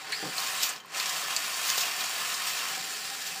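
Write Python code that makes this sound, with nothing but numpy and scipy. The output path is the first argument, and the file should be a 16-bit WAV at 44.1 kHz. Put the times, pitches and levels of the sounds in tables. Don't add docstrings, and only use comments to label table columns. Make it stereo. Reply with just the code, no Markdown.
import sys
import numpy as np
from scipy import signal
from scipy.io import wavfile
from scipy.ndimage import uniform_filter1d

SR = 44100
rng = np.random.default_rng(int(sys.argv[2]) if len(sys.argv) > 2 else 0)


def generate_wav(signal):
    frames = np.transpose(np.atleast_2d(signal))
    scaled = np.clip(frames, -1, 1) * 32767
    pcm = np.round(scaled).astype(np.int16)
    wavfile.write(sys.argv[1], SR, pcm)


def amplitude_ratio(level_db):
    exponent = np.asarray(level_db, float) / 20
    return 10 ** exponent


N = 149940


def evened(x):
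    return x / np.sqrt(np.mean(x ** 2) + 1e-20)


def colour(x, points):
    f, db = np.transpose(points)
    hz = abs(np.fft.fftfreq(4096, 1 / SR))
    log_gain = np.interp(np.log(hz + 1), np.log(f + 1), db) * np.log(10) / 20
    taps = np.fft.ifft(np.exp(np.conj(signal.hilbert(log_gain)))).real[:2048]
    return signal.oaconvolve(x, taps)[:len(x)]


def ring(x, hz, width):
    r = np.exp(-np.pi * width / SR)
    poles = [1, -2 * r * np.cos(2 * np.pi * hz / SR), r * r]
    return np.sqrt((1 - r * r) / 2) * signal.lfilter([1, 0, -1], poles, x)


def drift(rate_hz):
    slow = rng.standard_normal(N // 64 + 2)
    slow = evened(signal.lfilter(*signal.butter(2, min(rate_hz * 128 / SR, .9)), slow))
    return np.interp(np.arange(N) / 64, np.arange(len(slow)), slow)


# time in seconds, gear level in dB, brightness in dB per octave,
# wheel load in dB.
DRIVE = [(0, -46.5, -1.5, -3.5), (0.099, -46, -1.5, -10), (.13, -43, -0.5, -6.5), (.345, -41.5, 0.3, -10),
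         (.37, -37.5, 1.5, 3.5), (.62, -37, 0.95, -2), (.72, -41, -0.5, 1), (.83, -61.5, -4, -3),
         (0.891, -53, -2.5, -6), (0.963, -36.5, 0.7, -0.5), (1.2, -38, 1.26, 3), (1.5, -38.5, 1.5, 2.5),
         (1.68, -36.5, 1.5, 3), (1.85, -36.5, 1.07, -0.5), (2.4, -37.5, 1.36, -0.5),
         (2.7, -37.5, 0.9, -1.5), (2.8, -41, 1, -13), (3.4, -42.5, 1.35, -8)]


def control(column):
    rows = np.array(DRIVE)
    return np.interp(np.arange(N) / SR, rows[:, 0], rows[:, column])


def body(drive, modes):
    out = np.zeros(N)
    for f, width, db in modes:
        bent_hz = f * (1 + .012 * drift(5))
        turn = np.exp(2j * np.pi * np.cumsum(bent_hz) / SR)
        r = np.exp(-np.pi * width / SR)
        contact = drive * amplitude_ratio(3 * np.tanh(drift(20)))
        mode = turn * signal.lfilter([1], [1, -r], contact / turn)
        out += amplitude_ratio(db) * np.sqrt(1 - r * r) * mode.real
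    return evened(out)


# frequency in Hz, density in dB per Hz.
MESH_SPECTRUM = [(150, -40.5), (550, -3), (1100, 2.5), (2600, 2.5), (7500, -6), (10300, -17), (12000, -17),
                 (15600, -4.5)]
# frequency in Hz, width in Hz, level in dB.
SHELL_MODES = [(517, 35, -15), (1440, 60, -9), (1700, 70, -7), (1790, 55, -6), (2060, 70, -8),
               (2400, 80, -4), (2600, 80, -5), (2770, 60, -6), (3010, 60, -7), (3220, 60, -8),
               (3730, 60, -7), (4470, 300, -2), (5300, 300, -5), (7000, 900, -2)]
# frequency in Hz, width in Hz, level in dB.
AXLE_MODES = [(1085, 35, 0.1), (1180, 100, -2), (1340, 120, -3), (760, 120, -3)]
# frequency in Hz, width in Hz, level in dB.
LOOSE_MODES = [(785, 30, -4), (430, 20, -7), (1810, 60, -7), (4700, 400, -5), (7330, 200, -8),
               (4050, 250, -6)]
SHELL_DB, AXLE_DB, LOOSE_DB = -3.5, -7, -17
TEETH_PER_S, TOOTH_SPREAD_DB, SMOOTH_SHARE = 2500, 2.4, .55
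RATTLE_DB, RATTLE_HZ = 0.6, 37.6
GEAR_TURNS_PER_S, GEAR_BEAT = 62, 0.038


def gears():
    tooth_db = TOOTH_SPREAD_DB * np.minimum(rng.exponential(1, N), 5)
    knocks = (rng.random(N) < TEETH_PER_S / SR) * amplitude_ratio(tooth_db) * rng.choice([-1., 1.], N)
    drive = SMOOTH_SHARE * rng.standard_normal(N) + (1 - SMOOTH_SHARE) * evened(knocks)
    drive = drive * amplitude_ratio(RATTLE_DB * drift(RATTLE_HZ))
    turns = np.cumsum(GEAR_TURNS_PER_S * (1 + 0.163 * drift(4.2))) / SR
    drive = drive * (1 + GEAR_BEAT * np.sin(2 * np.pi * turns))
    load_db = control(column=3)
    whir = evened(colour(drive, MESH_SPECTRUM))
    whir = whir + amplitude_ratio(SHELL_DB) * body(drive, SHELL_MODES)
    whir = whir + amplitude_ratio(AXLE_DB + load_db) * body(drive, AXLE_MODES)
    whir = whir + amplitude_ratio(LOOSE_DB - load_db) * body(drive, LOOSE_MODES)
    hz, t, z = signal.stft(whir, SR, nperseg=256)
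    octaves = np.log2(np.maximum(hz, 400) / 3000)[:, None]
    patches = uniform_filter1d(rng.standard_normal(z.T.shape), size=14, axis=0)
    patches = evened(uniform_filter1d(patches, size=3, axis=1)).T
    tilt = control(column=2)[np.minimum((t * SR).astype(int), N - 1)]
    z = z * amplitude_ratio(1.1 * patches + octaves * tilt)
    return amplitude_ratio(control(column=1)) * signal.istft(z, SR, nperseg=256)[1][:N]


# frequency in Hz, density in dB per Hz.
SNAP_SPECTRUM = [(300, -33.5), (1200, -5.5), (4500, 4.8), (7200, 2.5), (8500, -4.5), (11000, -9),
                 (12500, -4), (15600, 2.5)]
CHATTER_PER_S, CHATTER_DB, CHATTER_T60 = 140, -10.5, .014


def chatter():
    t = np.arange(1000) / SR
    hits = (rng.random(N) < CHATTER_PER_S / SR) * amplitude_ratio(5.4 * np.minimum(rng.exponential(1, N), 3))
    env = signal.oaconvolve(hits, amplitude_ratio(-60 * t / CHATTER_T60))[:N]
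    grit = evened(colour(rng.standard_normal(N), SNAP_SPECTRUM))
    return amplitude_ratio(control(column=1) + CHATTER_DB) * env * grit


# start in seconds, level in dB.
THUMPS = [
    (0.226, -31),
    (0.251, -32.5),
    (0.281, -39.5),
    (2.702, -47),
    (2.771, -45),
]
# frequency in Hz, width in Hz, level in dB.
BOARD_MODES = [(149, 20, -4.5), (182, 35, -6), (245, 50, -3), (299, 14, -2.5), (390, 25, -6), (517, 22, -1),
               (752, 20, -2), (470, 30, -8)]
RUMBLE_DB, RUMBLE_FOLLOW = -58, 0.16
THUMP_RISE_S, THUMP_T60 = 0.0014, 0.083


def floorboards():
    t = np.arange(N) / SR
    env = amplitude_ratio(RUMBLE_DB + RUMBLE_FOLLOW * (control(column=1) + 32.5) + 2.2 * np.tanh(drift(20)))
    for s, db in THUMPS:
        since = np.maximum(t - s, 0)
        env = env + amplitude_ratio(db - 60 * since / THUMP_T60) * np.minimum(since / THUMP_RISE_S, 1)
    force = env * rng.standard_normal(N)
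    return sum(amplitude_ratio(db) * ring(force, f, width) for f, width, db in BOARD_MODES) / 2


ROOM_DB, ROOM_T60, ROOM_TOP_T60 = -12.5, 0.28, 0.1


def room(x):
    taps, t = np.zeros(SR // 2), np.arange(SR // 2) / SR
    at = np.arange(150, SR // 2 - 22, 22)
    taps[at + rng.integers(0, 22, len(at))] = rng.choice([-1., 1.], len(at))
    low = signal.lfilter(*signal.butter(2, 3500, fs=SR), taps)
    tail = low * amplitude_ratio(-60 * t / ROOM_T60) + (taps - low) * amplitude_ratio(-60 * t / ROOM_TOP_T60)
    return amplitude_ratio(ROOM_DB) * signal.fftconvolve(x, tail / np.linalg.norm(tail))[:N]


# frequency in Hz, density in dB per Hz.
AIR_SPECTRUM = [(100, 18), (300, 10), (700, 5), (1100, 7), (2000, 8.5), (4000, -12), (8000, -28),
                (15500, -28)]


def still_air():
    return amplitude_ratio(-60) * evened(colour(rng.standard_normal(N), AIR_SPECTRUM))


# start in seconds, level in dB, ring in Hz,
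# second ring in Hz, T60 in seconds.
TAPS = [(.1022, -37, 2600, 2700, .07), (.778, -47, 5300, 3300, .04), (.838, -54, 2600, 4200, .03),
        (.882, -52, 7000, 4300, .03), (.8928, -50, 2070, 4400, .04), (.1255, -29, 1950, 2250, .05),
        (.8016, -49, 4300, 6500, .04), (.848, -54, 4300, 2900, .03), (.921, -44, 2070, 4400, .045),
        (.6255, -36, 12200, 5200, .09), (1.817, -35, 14600, 4900, .05), (3.045, -38, 1400, 1420, .06),
        (3.19, -39, 1820, 1800, .08)]
# start in seconds, level in dB,
# ring in Hz, second ring in Hz, T60 in seconds.
CLACKS = [(.143, -53, 1800, 4500, 0.054), (.338, -40, 1780, 2680, 0.05), (.381, -32, 1100, 4430, 0.082),
          (0.47, -37, 5000, 7100, 0.12), (0.619, -38, 5070, 2400, 0.042), (0.6918, -32, 8060, 7000, 0.07),
          (0.9457, -37, 2600, 4360, .05), (.9707, -35, 5550, 7000, 0.089),
          (0.9991, -27.5, 4130, 2330, 0.043), (1.058, -35, 7500, 5530, 0.044),
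          (1.701, -38, 5500, 3550, 0.049), (1.756, -35, 6600, 4900, 0.054),
          (1.8077, -29.5, 6650, 5400, 0.12), (1.834, -31.5, 2680, 2630, 0.065),
          (2.0095, -37, 4170, 5260, 0.035), (2.341, -34, 8450, 5100, 0.1),
          (.761, -44, 5100, 4200, 0.071),
    (1.094, -32, 5200, 7150, .06),
    (1.69, -43, 6500, 5350, .05),
    (1.7782, -26, 3930, 940, 0.033),
    (2.038, -33.5, 2310, 6900, 0.081),
    (2.473, -37, 8400, 5670, 0.15),
          (.6318, -27, 5200, 7300, .035),
    (1.3638, -25.5, 7050, 4700, .05),
    (.858, -54, 13800, 8800, .04),
    (.1218, -33, 8200, 9300, .03),
]
CLACK_DB, RING_DB, RING_WIDTH_HZ, CLACK_RISE_S = -3, 4, 450, .0003
CRACK_DB, CRACK_S, TAP_SNAP_DB = 3, .002, -16


def clacks():
    out, t = np.zeros(N), np.arange(6000) / SR
    hard = CLACKS
    for k, (s, db, hz, hz2, t60) in enumerate(hard + TAPS):
        puff = rng.standard_normal(6000)
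        rings = ring(puff, hz, RING_WIDTH_HZ) + ring(puff, hz2, RING_WIDTH_HZ)
        snap = evened(colour(puff, SNAP_SPECTRUM)) * (1 + amplitude_ratio(CRACK_DB) * np.exp(-t / CRACK_S))
        if k >= len(hard):
            snap = snap * amplitude_ratio(TAP_SNAP_DB)
        env = amplitude_ratio(db + CLACK_DB - 60 * t / t60) * np.minimum(t / CLACK_RISE_S, 1)
        out[round(s * SR):][:6000] += (snap + amplitude_ratio(RING_DB) * evened(rings)) * env
    return out


# start in seconds, level in dB, frequency in Hz, T60 in seconds.
PINGS = [(.1252, -24, 1920, .05), (.1218, -26, 4550, .03), (.1222, -27, 4000, .03), (.1245, -26, 1720, .05),
         (.128, -27, 2230, .06), (.8016, -41, 3120, .06), (.812, -47, 3100, .12), (.8472, -37, 1060, .035),
         (1.818, -32, 1100, .09), (2.745, -41, 790, .1), (2.77, -39, 765, .12), (2.89, -43, 785, .2),
         (2.89, -42, 7330, .5), (3.04, -46, 790, .12), (3.105, -44, 790, .25), (3.21, -47, 785, .1),
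         (3.235, -45, 785, .1), (3.27, -46, 785, .1), (3.305, -44, 785, .12), (3.355, -41, 785, .15)]


def pings():
    out, t = np.zeros(N), np.arange(N) / SR
    waver = np.cumsum(1 + 0.00955 * drift(62)) / SR
    for s, db, hz, t60 in PINGS:
        env = amplitude_ratio(db - 60 * np.maximum(t - s, 0) / t60)
        env = env * np.clip((t - s) * hz / 2, 0, 1)
        out += env * np.sin(2 * np.pi * hz * waver)
    return out


# time in seconds, frequency in Hz, level in dB.
SQUEAK = [
    (.122, 4250, -55),
    (.13, 4300, -37),
    (.15, 4350, -36),
    (.165, 4950, -39),
    (.2, 4750, -44),
    (.34, 4600, -48),
    (.42, 4550, -60),
]
SQUEAK_WIDTH_HZ = 160


def squeak():
    s, hz, db = np.transpose(SQUEAK)
    t, r = np.arange(N) / SR, np.exp(-np.pi * SQUEAK_WIDTH_HZ / SR)
    fuzz = signal.lfilter([1], [1, -r], rng.standard_normal(N) + 1j * rng.standard_normal(N))
    tone = (fuzz * np.exp(2j * np.pi * np.cumsum(np.interp(t, s, hz)) / SR)).real
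    return amplitude_ratio(np.interp(t, s, db, -120, -120)) * evened(tone)


# start in seconds, peak level in dB, frequency in Hz.
TICKS = [(.6183, -21, 5200), (.6331, -12, 5200), (.635, -16, 7300), (.6388, -17, 4000), (.6416, -16, 3500),
         (.646, -19, 7100), (.9964, -21, 5000), (1.236, -20, 4500), (1.2745, -21, 5000),
         (1.4531, -22, 4430), (1.6546, -21, 5550), (1.692, -16, 5300), (1.7012, -10, 5000),
         (1.7025, -10, 6500), (1.7581, -21, 3730), (1.782, -15, 3900), (1.785, -18, 6600),
         (1.796, -19, 3000), (2.0085, -15, 4200), (2.4713, -17, 8600)]
TICK_T60, TICK_EDGE_DB, TICK_DB = .0045, -9, -3


def ticks():
    out, t = np.zeros(N), np.arange(1000) / SR
    for s, db, hz in TICKS:
        edge = evened(colour(rng.standard_normal(1000), SNAP_SPECTRUM))
        strike = np.sin(2 * np.pi * hz * t) + amplitude_ratio(TICK_EDGE_DB) * edge
        out[round(s * SR):][:1000] += amplitude_ratio(db + TICK_DB - 60 * t / TICK_T60) * strike
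    return out


# peak in seconds, level in dB, rise in seconds, fall in seconds.
SCRAPES = [
    (0.632, -23, 0.01, 0.042),
    (1.096, -32, 0.026, 0.019),
    (1.697, -25.5, 0.042, 0.032),
    (1.779, -26, 0.01, 0.039),
    (1.82, -43, 0.012, 0.034),
    (2.011, -33, 0.043, 0.012),
    (2.481, -31, 0.016, 0.037),
    (2.621, -41, 0.022, 0.066),
    (3.271, -33.5, 0.022, 0.035),
]


def scrapes():
    t = np.arange(N) / SR
    env = np.zeros(N)
    for s, db, rise, fall in SCRAPES:
        env += amplitude_ratio(db) * np.exp(np.where(t < s, (t - s) / rise, (s - t) / fall))
    grit = rng.standard_normal(N) * amplitude_ratio(1.6 * np.tanh(drift(170)))
    return env * evened(colour(grit, SNAP_SPECTRUM))


def scene():
    toy = gears() + chatter() + floorboards() + clacks() + pings() + squeak() + ticks() + scrapes()
    return np.tile(toy + room(toy) + still_air(), (2, 1))


def low_pass(x):
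    return signal.sosfilt(signal.butter(12, 15690, fs=SR, output="sos"), x)


def record(dry):
    bass_cut = signal.butter(4, 135, "high", fs=SR, output="sos")
    heard = signal.sosfilt(bass_cut, dry) + amplitude_ratio(-75) * rng.standard_normal(N)
    top_limit = signal.firwin(901, 15290, window=("kaiser", 8), fs=SR)
    return low_pass(signal.oaconvolve(heard, top_limit[None], "same"))


dry = scene()
out = record(dry)
generate_wav(out)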